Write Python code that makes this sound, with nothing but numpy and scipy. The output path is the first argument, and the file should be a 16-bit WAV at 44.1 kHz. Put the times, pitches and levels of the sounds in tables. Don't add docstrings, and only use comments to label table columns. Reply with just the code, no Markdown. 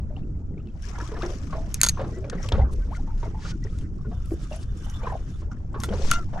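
import sys
import numpy as np
from scipy import signal
from scipy.fft import rfft, irfft
from scipy.io import wavfile
from scipy.ndimage import uniform_filter1d

SR = 44100
rng = np.random.default_rng(int(sys.argv[2]) if len(sys.argv) > 2 else 0)


def store_wav(level_fs):
    pcm = np.round(np.clip(np.atleast_2d(level_fs), -1, 1) * 32767)
    wavfile.write(sys.argv[1], SR, pcm.T.astype(np.int16))


N = 282240


def gain(db):
    return 10 ** (np.asarray(db) / 20)

def unit_rms(x):
    return x / np.sqrt(np.mean(x ** 2) + 1e-20)

def times(seconds):
    return np.arange(round(seconds * SR)) / SR

def onset(t, rise_s):
    return np.minimum(t / rise_s, 1)

def decay(t, t60):
    return gain(-60 * t / t60)

def smooth(x, samples):
    return unit_rms(uniform_filter1d(uniform_filter1d(x, samples), samples))

def bandpass(x, order, low_hz, high_hz):
    return signal.sosfilt(signal.butter(order, [low_hz, high_hz], "bandpass", fs=SR, output="sos"), x)

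def at_frequency(rows, hz):
    knots, values = np.transpose(rows)
    return np.interp(np.log(hz + 1), np.log(knots + 1), values)

def at_time(rows, t):
    knots, *columns = np.transpose(rows)
    return [np.interp(t, knots, column) for column in columns]

def panned(x, pan_db):
    return np.array([x * gain(pan_db / 2), x * gain(-pan_db / 2)])

def add(mix, start, sound):
    part = mix[:, round(start * SR):][:, :sound.shape[1]]
    part += sound[:, :part.shape[1]]

def ring(modes, seconds, arch=0, top_s=0):
    t = times(seconds)
    warped = t - arch * (t - top_s) ** 3 / 3
    return sum(gain(db) * decay(t, max(t60, 0.002)) * np.sin(2 * np.pi * hz * warped)
               for hz, db, t60 in modes)

# frequency in Hz, correlation between left and right.
COHERENCE = [(25, 0.83), (60, 1), (180, 1), (550, 0.83), (1650, 0.044), (4970, 0.29), (15000, 0.74)]

def noise(spectrum_db, patchy_db, flicker_db, size):
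    hop = size // 4
    frames, hz = N // hop + 5, np.fft.rfftfreq(size, 1 / SR)[:, None]
    draws = rng.standard_normal((frames, len(hz), 5), dtype=np.float32).T
    left, independent = draws[0] + 1j * draws[1], draws[2] + 1j * draws[3]
    patches = unit_rms(uniform_filter1d(uniform_filter1d(draws[4], 5, axis=0), 8, axis=1))
    flicker = unit_rms(uniform_filter1d(rng.standard_normal(frames), 3))
    coherence = at_frequency(COHERENCE, hz)
    right = coherence * left + np.sqrt(1 - coherence ** 2) * independent
    colour = gain(spectrum_db(hz, np.arange(frames) * hop / SR))
    colour /= np.sqrt((colour ** 2).sum(0))
    spectra = np.array([left, right]) * colour * gain(patchy_db * patches + flicker_db * flicker)
    return unit_rms(signal.istft(spectra, nperseg=size, noverlap=size - hop)[1][:, :N])


# start in seconds, peak of the gulp in dB, air pocket's starting
# frequency in Hz, its t60 in seconds, splat level in dB relative to the gulp.
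WAVELETS = [(0.103, -36, 586, 0.18, -22.5), (0.167, -40.5, 767, 0.058, -13.5),
            (0.567, -35, 399, 0.12, -28.5), (0.576, -39.5, 289, 0.065, -17.5),
            (0.934, -39.5, 804, 0.36, -21.5), (0.952, -37, 1391, 0.088, -7),
            (0.956, -42, 1680, 0.087, -18.5), (0.981, -33, 950, 0.2, -10.5),
            (0.999, -30, 1294, 0.07, -14.5), (1.001, -35, 1680, 0.066, -21.5),
            (1.018, -30.5, 304, 0.18, -17.5), (1.046, -45, 1080, 0.056, -18.5),
            (1.062, -39, 1270, 0.05, -18.5), (1.087, -35, 315, 0.27, -11.5), (1.114, -31, 430, 0.17, -8),
            (1.135, -40, 1016, 0.13, -9), (1.149, -39.5, 1700, 0.089, -16.5), (1.164, -35, 292, 0.11, -0.5),
            (1.166, -44.5, 792, 0.2, -9.5), (1.23, -18.5, 343.5, 0.17, -14), (1.289, -36, 352, 0.25, -13),
            (1.497, -42, 1200, 0.07, -13.5), (1.525, -32, 1094, 0.07, -5), (1.535, -34, 763, 0.067, -8.5),
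            (1.547, -27, 632, 0.26, -17), (1.61, -43.5, 688, 0.3, -10.5), (1.972, -31, 1070, 0.069, -8),
            (1.993, -25, 515, 0.11, -6), (2.013, -23, 490, 0.073, -15.5), (2.039, -26.5, 337, 0.13, -11.5),
            (2.121, -34, 401, 0.071, -37), (2.168, -29, 370, 0.29, -18), (2.241, -32.5, 536, 0.2, -11),
            (2.326, -28, 490, 0.058, -7), (2.35, -21, 176, 0.14, -25.5), (2.442, -35.5, 1144, 0.082, -17),
            (2.456, -43.5, 926, 0.081, -13), (2.517, -29, 960, 0.067, -7), (2.518, -20.5, 460, 0.025, -10),
            (2.52, -24, 292, 0.099, -21.5), (2.537, -24.5, 202, 0.27, -8.5), (2.55, -24, 460, 0.036, -9),
            (2.579, -21.5, 513, 0.032, -16), (2.59, -19.5, 542, 0.045, -21.5),
            (2.605, -25.5, 768, 0.14, -19.5), (3.073, -40, 887, 0.11, -14), (3.227, -29.5, 920, 0.14, -9),
            (3.256, -31.5, 644, 0.072, -20.5), (3.344, -35.5, 859, 0.18, -30), (3.45, -35, 1390, 0.12, -14),
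            (3.647, -31.5, 432, 0.1, -16), (3.988, -49.5, 1080, 0.043, -14),
            (4.009, -48.5, 1130, 0.058, -17), (4.046, -46.5, 1058, 0.038, -21),
            (4.052, -36, 416, 0.24, -24.5), (4.112, -38, 702, 0.14, -7.5), (4.307, -38, 494, 0.034, -29.5),
            (4.317, -17.5, 332, 0.095, -37), (4.512, -29.5, 627, 0.19, -20.5),
            (4.533, -36.5, 682, 0.051, -16), (4.863, -42.5, 814, 0.2, -4),
            (4.998, -42.5, 1130, 0.091, -15.5), (5.014, -37.5, 907, 0.12, -12.5),
            (5.031, -30, 496, 0.11, -10.5), (5.053, -34, 1145, 0.15, -11.5), (5.069, -21, 1022, 0.073, -15),
            (5.096, -29, 999, 0.2, -13.5), (5.12, -27, 666, 0.14, -15.5), (5.144, -32.5, 515, 0.06, -17.5),
            (5.417, -40.5, 580, 0.096, -6.5), (5.513, -37.5, 1404, 0.092, -9), (5.741, -31, 1090, 0.16, -7),
            (5.884, -26, 388, 0.055, -13), (5.902, -26.5, 465, 0.047, -23.5), (5.921, -29, 640, 0.11, -5),
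            (5.927, -31.5, 857, 0.061, -7), (5.935, -23.5, 505, 0.06, -22),
            (5.951, -27.5, 412, 0.061, -20.5), (6.01, -34, 552, 0.14, -19.5),
            (6.332, -56.5, 636, 0.067, 16.5), (6.372, -31.5, 775, 0.14, -12.5)]
SHRINK_OCTAVES_PER_S, SWELL_S, FROTH_DB, SPRAY_DB = 1, 0.0032, -8, -12.5

def slaps():
    out, t = np.zeros((2, N)), times(0.2)
    for start, db, hz, t60, splat_db in WAVELETS:
        wobble, lumps, foam, jet, water = rng.standard_normal((5, len(t)))
        pitch = hz * 2 ** (SHRINK_OCTAVES_PER_S * t) * (1 + 0.033 * unit_rms(uniform_filter1d(wobble, 250)))
        pocket = np.sin(2 * np.pi * np.cumsum(pitch) / SR) * onset(t, SWELL_S)
        froth = 1 + gain(FROTH_DB) * smooth(foam, 70)
        gurgle = gain(3 * smooth(lumps, 200))
        gulp = pocket * froth * gurgle * decay(np.maximum(t - SWELL_S, 0), max(t60, 0.02))
        splat = unit_rms(bandpass(water, 3, 420, 1400))
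        spray = gain(SPRAY_DB) * unit_rms(bandpass(jet, 3, 1300, 4000))
        burst = gain(splat_db) * (splat + spray) * onset(t, 0.0053) * decay(t, 0.11)
        add(out, start, panned(gain(db) * (gulp / abs(gulp).max() + burst), 1))
    return out


# start in seconds, level in dB, frequency in Hz, t60 in seconds.
HULL_THUMPS = [(2.527, -11.5, 65, 0.7), (2.584, -13.5, 107, 0.18), (2.616, -9.5, 62, 0.17),
               (2.637, -12, 62, 0.12), (2.769, -17.5, 39, 0.78), (3.001, -18, 23, 0.49),
               (3.137, -19, 30, 0.61), (5.902, -20, 200, 0.16), (6.026, -13, 9.2, 1)]

def thumps():
    out, t = np.zeros((2, N)), times(0.6)
    for start, db, hz, t60 in HULL_THUMPS:
        add(out, start, panned(ring([(hz, db, t60)], 0.6) * onset(t, 0.009), 0.36))
    return out


# start in seconds, level in dB, first and last frequency in Hz, duration in seconds.
SINGLE_BUBBLES = [(0.162, -48, 2680, 3150, 0.009), (0.231, -62, 2600, 2870, 0.0099),
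                  (0.538, -64, 2070, 1900, 0.0082), (0.574, -53, 2090, 2450, 0.01),
                  (0.593, -60, 2440, 2600, 0.01), (0.599, -57, 1280, 1330, 0.012),
                  (0.603, -65, 2830, 2950, 0.01), (0.655, -61, 2880, 3000, 0.01),
                  (0.682, -57, 2520, 2600, 0.012), (0.697, -62, 3150, 3300, 0.01),
                  (0.831, -46, 1600, 1710, 0.022), (1.202, -35, 818, 2200, 0.04),
                  (2.112, -56, 1900, 1960, 0.089), (2.216, -46, 619, 584, 0.039),
                  (2.313, -44, 1910, 1350, 0.02), (2.375, -44, 2010, 1950, 0.015),
                  (2.808, -54, 1526, 1510, 0.04), (2.903, -37.5, 559, 1600, 0.046),
                  (2.957, -43, 1410, 1430, 0.024), (2.966, -49, 582, 985, 0.048),
                  (3.08, -49.5, 974, 827, 0.067), (3.418, -50, 1800, 1720, 0.024),
                  (3.503, -47, 1450, 1400, 0.046), (3.622, -49, 1950, 1880, 0.035),
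                  (3.665, -44, 1910, 1920, 0.0094), (3.693, -58, 3430, 3500, 0.011),
                  (3.711, -57.5, 1305, 1260, 0.04), (3.75, -59, 1464, 1460, 0.03),
                  (3.82, -61, 1430, 1450, 0.012), (3.837, -58, 1543, 1540, 0.018),
                  (4.043, -49.5, 1480, 1420, 0.032), (2.612, -43, 1930, 2080, 0.015),
                  (4.189, -58.5, 1330, 1330, 0.026), (4.225, -56, 1340, 1330, 0.052),
                  (4.517, -45, 2670, 2780, 0.02), (5.026, -48, 2290, 2490, 0.035),
                  (5.751, -46, 1200, 1028, 0.085), (5.997, -49, 414, 1240, 0.055)]
SPATTER_DB = -18

def bubbles():
    out = np.zeros((2, N))
    for start, db, first_hz, last_hz, seconds in SINGLE_BUBBLES:
        progress = np.linspace(0, 1, round(seconds * SR))
        drift = unit_rms(uniform_filter1d(rng.standard_normal((4000, 2)), 160, axis=0))
        waver, flutter = drift[:len(progress)].T
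        pitch = first_hz * (last_hz / first_hz) ** progress * (1 + 0.027 * waver)
        tone = np.sin(2 * np.pi * np.cumsum(pitch) / SR) * gain(3 * flutter)
        add(out, start, panned(gain(db) * tone * np.sin(np.pi * progress ** 1.05), 5))
        spikes = rng.standard_normal((2, round(0.1 * SR))) ** 3
        drops = unit_rms(bandpass(spikes, 2, 0.61 * first_hz, 1.34 * last_hz))
        add(out, max(start - 0.03, 0), gain(db + SPATTER_DB) * drops * np.hanning(drops.shape[1]))
    return out


# centre in Hz, width in Hz, relative level in dB.
REEL_RESONANCES = [(1930, 550, -5), (2400, 400, -3), (4450, 800, 0), (7300, 1600, 3), (9400, 1100, -1.5),
                   (11340, 900, -15.5), (13600, 1200, -25)]

def snap(t, rattle_db):
    shared, left, right, loose = rng.standard_normal((4, len(t)))
    rise = onset(t, 0.0006)
    hit = (shared + 0.4 * np.array([left, right])) * rise * decay(t, 0.0045)
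    crack = sum(gain(db) * signal.lfilter(*signal.iirpeak(hz, hz / width, fs=SR), hit)
                for hz, width, db in REEL_RESONANCES)
    crack = signal.sosfilt(signal.butter(4, 13200, fs=SR, output="sos"), crack)
    sides = np.array([right, left])[:, ::-1]
    rattle = unit_rms(bandpass(loose + 0.34 * sides, 3, 1000, 9500))
    return crack / abs(crack).max() + gain(rattle_db) * rattle * rise * decay(t, 0.07)


# frequency in Hz, level in dB, t60 in seconds.
BAIL_MODES = [(4470, 9.5, 0.0054), (6530, 5.5, 0.024), (6900, -6, 0.015), (7280, -16, 0.022),
              (7580, -9, 0.01), (8700, -19, .01), (9900, -17, 0.0087)]
BODY_MODES = [(640, 1, 0.0041), (952, -7, 0.013), (1400, -6, 0.029), (1937, -9.5, 0.011), (3500, -14, 0.05)]
LANDING_MODES = [(6120, -46, 0.3)]
# start in seconds, crack peak in dB, bail gain in dB, body gain in dB, factor on t60,
# rattle in dB relative to the crack, pan in dB.
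REEL_CLICKS = [(1.7429, -10.5, -26, -36, 0.4, -28.5, 1), (1.8037, -35.5, -55, -50, 0.4, -11.5, 0),
               (1.8143, 1.5, -6, -25.5, 0.34, -32, -0.5), (1.8315, -21, -31.5, -30, 0.3, -31, -1),
               (1.8330, -2.5, -3.5, -7, 0.4, -15, 0), (1.8368, -12.5, -22, -30, 0.5, -20.5, -3.5),
               (1.84, -20, -14, -25, 1.05, -19, 2), (1.848, -16, -22, -18.5, 1.16, -19.5, -4.5),
               (1.8635, -10, -27.5, -21, 0.6, -17, 3), (1.868, -23.5, -20.5, -15.5, 1.06, -20, -2),
               (1.887, -11, -14, -41.5, 0.88, -22, -1.5), (1.8935, -11.5, -15.5, -40, 0.88, -23.5, -0.5),
               (5.8353, -25, -32, -15.5, 0.76, -6.5, 2), (5.842, -43, -50, -22.5, 1.4, -15, -9),
               (6.104, -61, -53, -28, 1.05, -27.5, 11.5), (6.113, -8, -18, -34, 0.56, -22.5, -2),
               (6.1354, -22.5, -39, -22.5, 1.6, -18, 3)]
BAIL_LANDS_S = 1.9

def reel():
    out, t = np.zeros((2, N)), times(0.06)
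    for start, db, bail_db, body_db, t60_factor, rattle_db, pan_db in REEL_CLICKS:
        modes = [(hz, mode_db + part_db, t60 * t60_factor)
                 for part, part_db in [(BAIL_MODES, bail_db), (BODY_MODES, body_db)]
                 for hz, mode_db, t60 in part]
        rings = ring(modes, 0.06)
        rings = np.array([np.roll(rings, 1), rings])
        click = gain(db) * snap(t, rattle_db) + rings * onset(t, 0.0009)
        add(out, start, click * panned(np.ones(1), pan_db))
    landing = ring(LANDING_MODES, 0.09)
    add(out, BAIL_LANDS_S, panned(landing * signal.windows.tukey(len(landing), 0.2), 0))
    return out


# frequency in Hz, relative level in dB, t60 in seconds.
SQUEAK_PARTIALS = [(675, -20, 0.14), (1386, -2, 0.31), (2070, -14.5, 0.15), (2840, -6.5, 0.088),
                   (3670, -8, 0.061), (4370, 1, 0.029), (5880, -7, 0.069)]
# start in seconds, gain in dB, rise in seconds, factor on t60,
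# seconds until the highest pitch, pan in dB.
TICK_AND_SQUEAK = [(6.115, -8, 0.0019, 0.16, 0.002, 4.5), (6.134, -20.5, 0.023, 1.18, 0.033, 1.5)]
ARCH_PER_S2, SQUEAK_S = 18, 0.105

def squeak():
    out, t = np.zeros((2, N)), times(SQUEAK_S)
    for start, db, rise_s, t60_factor, top_s, pan_db in TICK_AND_SQUEAK:
        partials = [(hz, partial_db, t60 * t60_factor) for hz, partial_db, t60 in SQUEAK_PARTIALS]
        tone = ring(partials, SQUEAK_S, ARCH_PER_S2, top_s)
        roughness_db = 2.5 * smooth(rng.standard_normal(8000), 90)[:len(t)]
        envelope = onset(t, rise_s) * np.sqrt(np.linspace(1, 0, len(t)))
        add(out, start, panned(gain(db + roughness_db) * tone * envelope, pan_db))
    return out


# time in seconds, level in dB, spectral centre in Hz.
SLOSH_DRIFT = [(0.0, -54, 403.7), (0.2, -65.5, 502), (0.8, -64, 400), (0.9, -51, 1109), (0.98, -47, 1285),
               (1.1, -56.5, 905), (1.25, -44.5, 1250), (1.38, -55, 490), (1.9, -58.5, 448),
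               (2.7, -48.5, 449), (2.9, -54, 444), (3.38, -60.5, 726), (3.46, -47, 1270),
               (3.56, -77.5, 412), (4.1, -66, 469), (4.7, -60, 414), (4.95, -65, 571), (5.08, -38, 900),
               (5.15, -49, 700), (5.22, -64.5, 425), (5.72, -57, 609), (5.86, -50.5, 499), (5.93, -41, 488),
               (6.05, -45, 600), (6.27, -60.5, 704), (6.36, -41, 712)]
CHURN_DB, CHURN_RISE_S, CHURN_T60_S = -4, 0.0027, 0.34

def churn(t):
    level_db, hz = at_time(SLOSH_DRIFT, t)
    power = gain(2 * level_db)
    weighted_log_hz = power * np.log(hz)
    for start, db, pocket_hz, _, splat_db in WAVELETS:
        age = np.maximum(t - start, 0)
        stirred = onset(age, CHURN_RISE_S) * (gain(db + splat_db + CHURN_DB) * decay(age, CHURN_T60_S)) ** 2
        power += stirred
        weighted_log_hz += stirred * np.log(pocket_hz)
    return 10 * np.log10(power), np.exp(weighted_log_hz / power)

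def impulses(per_s, spread_db):
    return gain(spread_db * np.minimum(rng.exponential(1, N), 4)) * (rng.random(N) < per_s / SR)

def fizz():
    out = np.zeros(N)
    births, size_class = impulses(per_s=112, spread_db=2.2), rng.integers(0, 12, N)
    for k, hz in enumerate(np.geomspace(380, 1500, 12)):
        cycles = np.arange(round(14 * SR / hz)) * hz / SR
        envelope = np.exp(-cycles / 2.6) * np.minimum(cycles / 0.31, 1)
        bubble = np.sin(2 * np.pi * cycles * (1 + 0.017 * cycles)) * envelope
        out += signal.oaconvolve(births * (size_class == k), bubble)[:N] * (500 / hz) ** 2.5
    return unit_rms(out)

def slosh(t):
    def spectrum_db(hz, frame_s):
        octaves = np.log2((hz + 1) / churn(frame_s)[1])
        skirts_db = np.where(octaves > 0, -7 * octaves, 9 * octaves)
        peak_db = -6 * np.minimum(abs(octaves) / 0.16, 1)
        treble_db = -16 * np.maximum(np.log2((hz + 1) / 1700), 0)
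        return skirts_db + peak_db + treble_db
    wash = noise(spectrum_db, patchy_db=7.7, flicker_db=0.58, size=512)
    level_db = np.interp(t, t[::128], churn(t[::128])[0])
    return gain(level_db) * (wash + gain(-4) * panned(fizz(), 1.5))


# time in seconds, level in dB, pan in dB.
RUBBING = [(0.0, -71, 5), (0.621, -77.5, 5), (0.805, -65.5, 6), (0.83, -58, 10), (0.89, -55, 10),
           (1.25, -52, 7), (1.651, -56, 2.5), (2.14, -56, 4), (2.26, -59, 3.5), (2.45, -51.5, 4.5),
           (2.67, -61.5, 4), (3.8, -61, 3), (3.991, -71, 5), (4.33, -56.5, 0), (4.54, -52.5, 2),
           (4.7, -66.5, 3), (4.849, -56.5, 0), (5.42, -64, 3.5), (5.48, -73.5, 8), (5.76, -65.5, 5),
           (5.86, -52, 4), (6.1, -44.5, 8.5), (6.13, -39.5, 15), (6.201, -54.5, 6.5), (6.36, -59, 5)]
# frequency in Hz, relative spectral density in dB.
RUBBING_SPECTRUM = [(500, -41), (1100, 0), (1500, -2.5), (2100, -7), (3000, -7.5), (4200, -12), (5700, -5),
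                    (7200, -12), (8900, -21), (11000, -26), (12800, -33), (14000, -82), (16000, -110)]

def rustle(t):
    level_db, pan_db = at_time(RUBBING, t)
    rub = noise(lambda hz, _: at_frequency(RUBBING_SPECTRUM, hz), patchy_db=2.5, flicker_db=2.5, size=256)
    snaps = signal.oaconvolve(impulses(per_s=60, spread_db=1.5), np.exp(-np.arange(300) / 55))[:N]
    strokes_db = 2.5 * smooth(rng.standard_normal(N), 2500)
    return rub * (1 + 0.056 * snaps) * panned(gain(level_db + strokes_db), pan_db)


def tick_crack(t, hz):
    shared, left, right = rng.standard_normal((3, len(t)))
    envelope = onset(t, 0.00073) * (decay(t, 0.016) + 0.056 * decay(t, 0.065))
    burst = (shared + 0.28 * np.array([left, right])) * envelope
    crack = bandpass(burst, 5, hz / 5.6, min(hz * 1.69, 11000))
    return crack / abs(crack).max()

def tick_note(t, hz):
    band = bandpass(rng.standard_normal(2 * len(t)), 2, 0.93 * hz, 1.07 * hz)[len(t):]
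    note = band * onset(t, 0.00087) * decay(t, 0.031)
    return note / abs(note).max()

# start in seconds, crack peak in dB, note frequency in Hz, note in dB relative to the crack.
HANDLING_TICKS = [(0.6709, -47, 2770, -14), (0.8229, -43, 5700, -2), (0.852, -44.5, 5440, 2.5),
                  (0.8862, -46.5, 5650, 5), (0.9244, -59, 2100, -4), (0.9865, -40.5, 5660, 0),
                  (1.013, -41, 5600, -1), (1.075, -37, 5030, -14), (1.221, -36, 3500, -3),
                  (1.223, -33.5, 2750, -4), (1.261, -42, 5670, 7), (1.746, -38.5, 5920, 12),
                  (2.185, -55, 7440, 6), (2.242, -45.5, 2270, 2), (2.298, -23, 4440, -15),
                  (2.4286, -45, 5840, 14), (2.487, -27.5, 2840, -4.5), (2.488, -35.5, 7400, -5),
                  (2.5212, -22, 3500, -4), (2.9483, -44.5, 2050, 6.5), (3.639, -50, 5430, 11),
                  (3.64, -56, 6360, 10), (3.7861, -39.5, 5900, -18), (3.81, -53.5, 2920, 3),
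                  (4.257, -41.5, 10860, -14.5), (4.307, -47, 2010, -24), (4.5605, -41, 9400, 1),
                  (4.6288, -42.5, 4840, -5), (4.772, -51, 7240, 2), (4.84, -54, 9200, -8),
                  (4.898, -36, 6000, -3), (4.9224, -46, 1900, -11), (5.12, -50, 10440, -7.5),
                  (5.5153, -56, 5680, 8), (5.73, -56, 7470, -3), (5.8018, -30, 5960, -3.5),
                  (5.816, -37, 2000, -12), (5.8895, -37, 3130, 0), (5.912, -42, 2140, -8),
                  (5.9135, -54, 7500, -12), (5.9393, -40.5, 4230, 1), (6.022, -36.5, 4170, -2)]
STRAY_COUNT, STRAY_DB, STRAY_NOTE_DB, TICK_PAN_SHARE = 16, -4, -12, 0.87

def ticks():
    out, t = np.zeros((2, N)), times(0.06)
    strays = []
    for when, pitch in rng.random((STRAY_COUNT, 2)):
        start = when * N / SR
        strays.append((start, at_time(RUBBING, start)[0] + STRAY_DB, 2000 * 3.5 ** pitch, STRAY_NOTE_DB))
    for start, db, hz, note_db in [*HANDLING_TICKS, *strays]:
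        tick = tick_crack(t, hz) + gain(note_db) * tick_note(t, hz)
        pan_db = TICK_PAN_SHARE * at_time(RUBBING, start)[1]
        add(out, start, tick * panned(gain([db]), pan_db))
    return out


# start and end in seconds, gain in dB,
# lower and upper band edge in Hz, pan in dB.
SWEEPS = [(1.775, 1.814, -49.5, 1300, 2280, -1), (2.707, 2.744, -55, 2130, 10800, 2),
          (2.33, 2.46, -53.5, 1270, 2240, 9), (3.6, 3.86, -64.5, 620, 8300, 2),
          (3.77, 3.875, -65, 1250, 2130, 2.5), (2.928, 2.977, -53.5, 604.8, 7600, 5),
          (3.382, 3.529, -45, 888.9, 6470, 0), (4.251, 4.352, -62, 5000, 12300, 2),
          (4.39, 4.454, -56.5, 2600, 8000, 2), (4.574, 4.645, -57, 2800, 9600, 2),
          (4.836, 4.863, -60.5, 4500, 12400, 0), (4.887, 4.92, -63, 4800, 12500, 0),
          (5.333, 5.427, -63.5, 1200, 8000, 3), (5.501, 5.539, -67.5, 4800, 7300, 14),
          (5.784, 5.87, -50.5, 666.7, 12700, 1), (5.95, 6.115, -47, 1667, 7315, 11)]

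def swishes():
    out = np.zeros((2, N))
    for start, end, db, low_hz, high_hz, pan_db in SWEEPS:
        progress = np.linspace(0, 1, round((end - start) * SR))
        shared, left, right = rng.standard_normal((3, len(progress)))
        friction = unit_rms(bandpass(shared + 0.57 * np.array([left, right]), 4, low_hz, high_hz))
        envelope = (0.019 + 1.58 * progress) * signal.windows.tukey(len(progress), 0.3)
        add(out, start, friction * envelope * panned(gain([db]), pan_db))
    return out


# time in seconds, level in dB.
LINE_RUN = [(4.08, -92), (4.15, -58.5), (4.28, -70.5), (4.43, -59), (4.52, -55), (4.69, -64.5), (4.96, -51),
            (5.16, -69.5), (5.36, -57.5), (5.45, -80)]
# centre in Hz, width in Hz, relative level in dB.
GUIDE_RESONANCES = [(1250, 130, 5), (1550, 110, 4), (3000, 130, 2), (3530, 130, 5), (2720, 120, -7),
                    (5360, 250, -7), (5930, 300, -7), (6770, 260, -8), (7420, 500, -12), (9450, 260, -9),
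                    (9000, 2500, -18), (11800, 1600, -24), (1300, 900, -2), (3200, 1500, -10)]

def whirr(t):
    def spectrum_db(hz, _):
        return 10 * np.log10(sum(gain(2 * db) / (1 + (2 * (hz - centre) / width) ** 2) ** 2
                                 for centre, width, db in GUIDE_RESONANCES))
    running = (t > LINE_RUN[0][0]) & (t < LINE_RUN[-1][0])
    flutter = noise(spectrum_db, patchy_db=4.5, flicker_db=3, size=768)
    return running * gain(at_time(LINE_RUN, t)[0]) * flutter


# time in seconds, level in dB.
RUMBLE_LEVEL = [(0.0, -28.5), (0.7, -34), (1.45, -30), (1.9, -28), (2.44, -32.5), (2.58, -18.5),
                (2.68, -28), (3.0, -33.5), (3.25, -30), (3.56, -29.5), (3.97, -28), (4.6, -31),
                (5.25, -28.5), (5.6, -32), (5.97, -28), (6.4, -30)]
WASH_LEVEL = [(0.0, -41), (0.41, -37), (0.8, -44), (1.07, -47.5), (1.41, -38.5), (2.41, -42), (2.58, -43.5),
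              (2.96, -40), (4.39, -43), (5.42, -44), (5.63, -45), (5.97, -37.5), (6.4, -43.5)]
# frequency in Hz, relative spectral density in dB.
RUMBLE_SPECTRUM = [(8.8, -22), (15, 2), (80, -2.5), (200, -18.5), (260, -41.5), (440, -120)]
WASH_SPECTRUM = [(60, -30.5), (120, 2.5), (170, -1.5), (250, -3.5), (350, -9.5), (480, -21), (700, -31),
                 (1000, -39), (2000, -100)]

def swell_and_breeze(t):
    rumble = noise(lambda hz, _: at_frequency(RUMBLE_SPECTRUM, hz), patchy_db=0.93, flicker_db=0.3, size=2048)
    wash = noise(lambda hz, _: at_frequency(WASH_SPECTRUM, hz), patchy_db=3.4, flicker_db=1.8, size=1024)
    return gain(at_time(RUMBLE_LEVEL, t)[0]) * rumble + gain(at_time(WASH_LEVEL, t)[0]) * wash


# frequency in Hz, relative spectral density in dB.
HISS_SPECTRUM = [(350, -35), (600, -4), (668, 0), (899, -17.5), (1310, -2.5), (2400, -28.5),
                 (4170, -31.5), (7350, -20), (8870, -46.5), (15000, -59.5)]
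HISS_DB = -69

def hiss():
    floor = noise(lambda hz, _: at_frequency(HISS_SPECTRUM, hz), patchy_db=1.2, flicker_db=0.6, size=1024)
    return gain(HISS_DB) * floor


def scene():
    t = np.arange(N) / SR
    background = hiss() + swell_and_breeze(t) + slosh(t)
    friction = rustle(t) + swishes() + whirr(t)
    waves = slaps() + bubbles() + thumps()
    tackle = ticks() + reel() + squeak()
    return waves + tackle + friction + background


# frequency in Hz, phase lead of the left port in radians.
PORT_PHASE = [(60, 0), (1000, -.3), (2700, -.9), (3500, -1.2), (5300, .3), (8000, .05), (11500, .2),
              (13500, -.9)]
BAND_LIMIT_HZ = 16200

def record(dry):
    half_lead = at_frequency(PORT_PHASE, np.fft.rfftfreq(N, 1 / SR)) / 2
    ported = irfft(rfft(dry) * np.exp(1j * np.array([half_lead, -half_lead])), N)
    lowpass = signal.firwin(511, BAND_LIMIT_HZ, window=("kaiser", 9), fs=SR)
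    return signal.oaconvolve(np.clip(ported, -1, 1), lowpass[None], "same")


dry = scene()
out = record(dry)
store_wav(out)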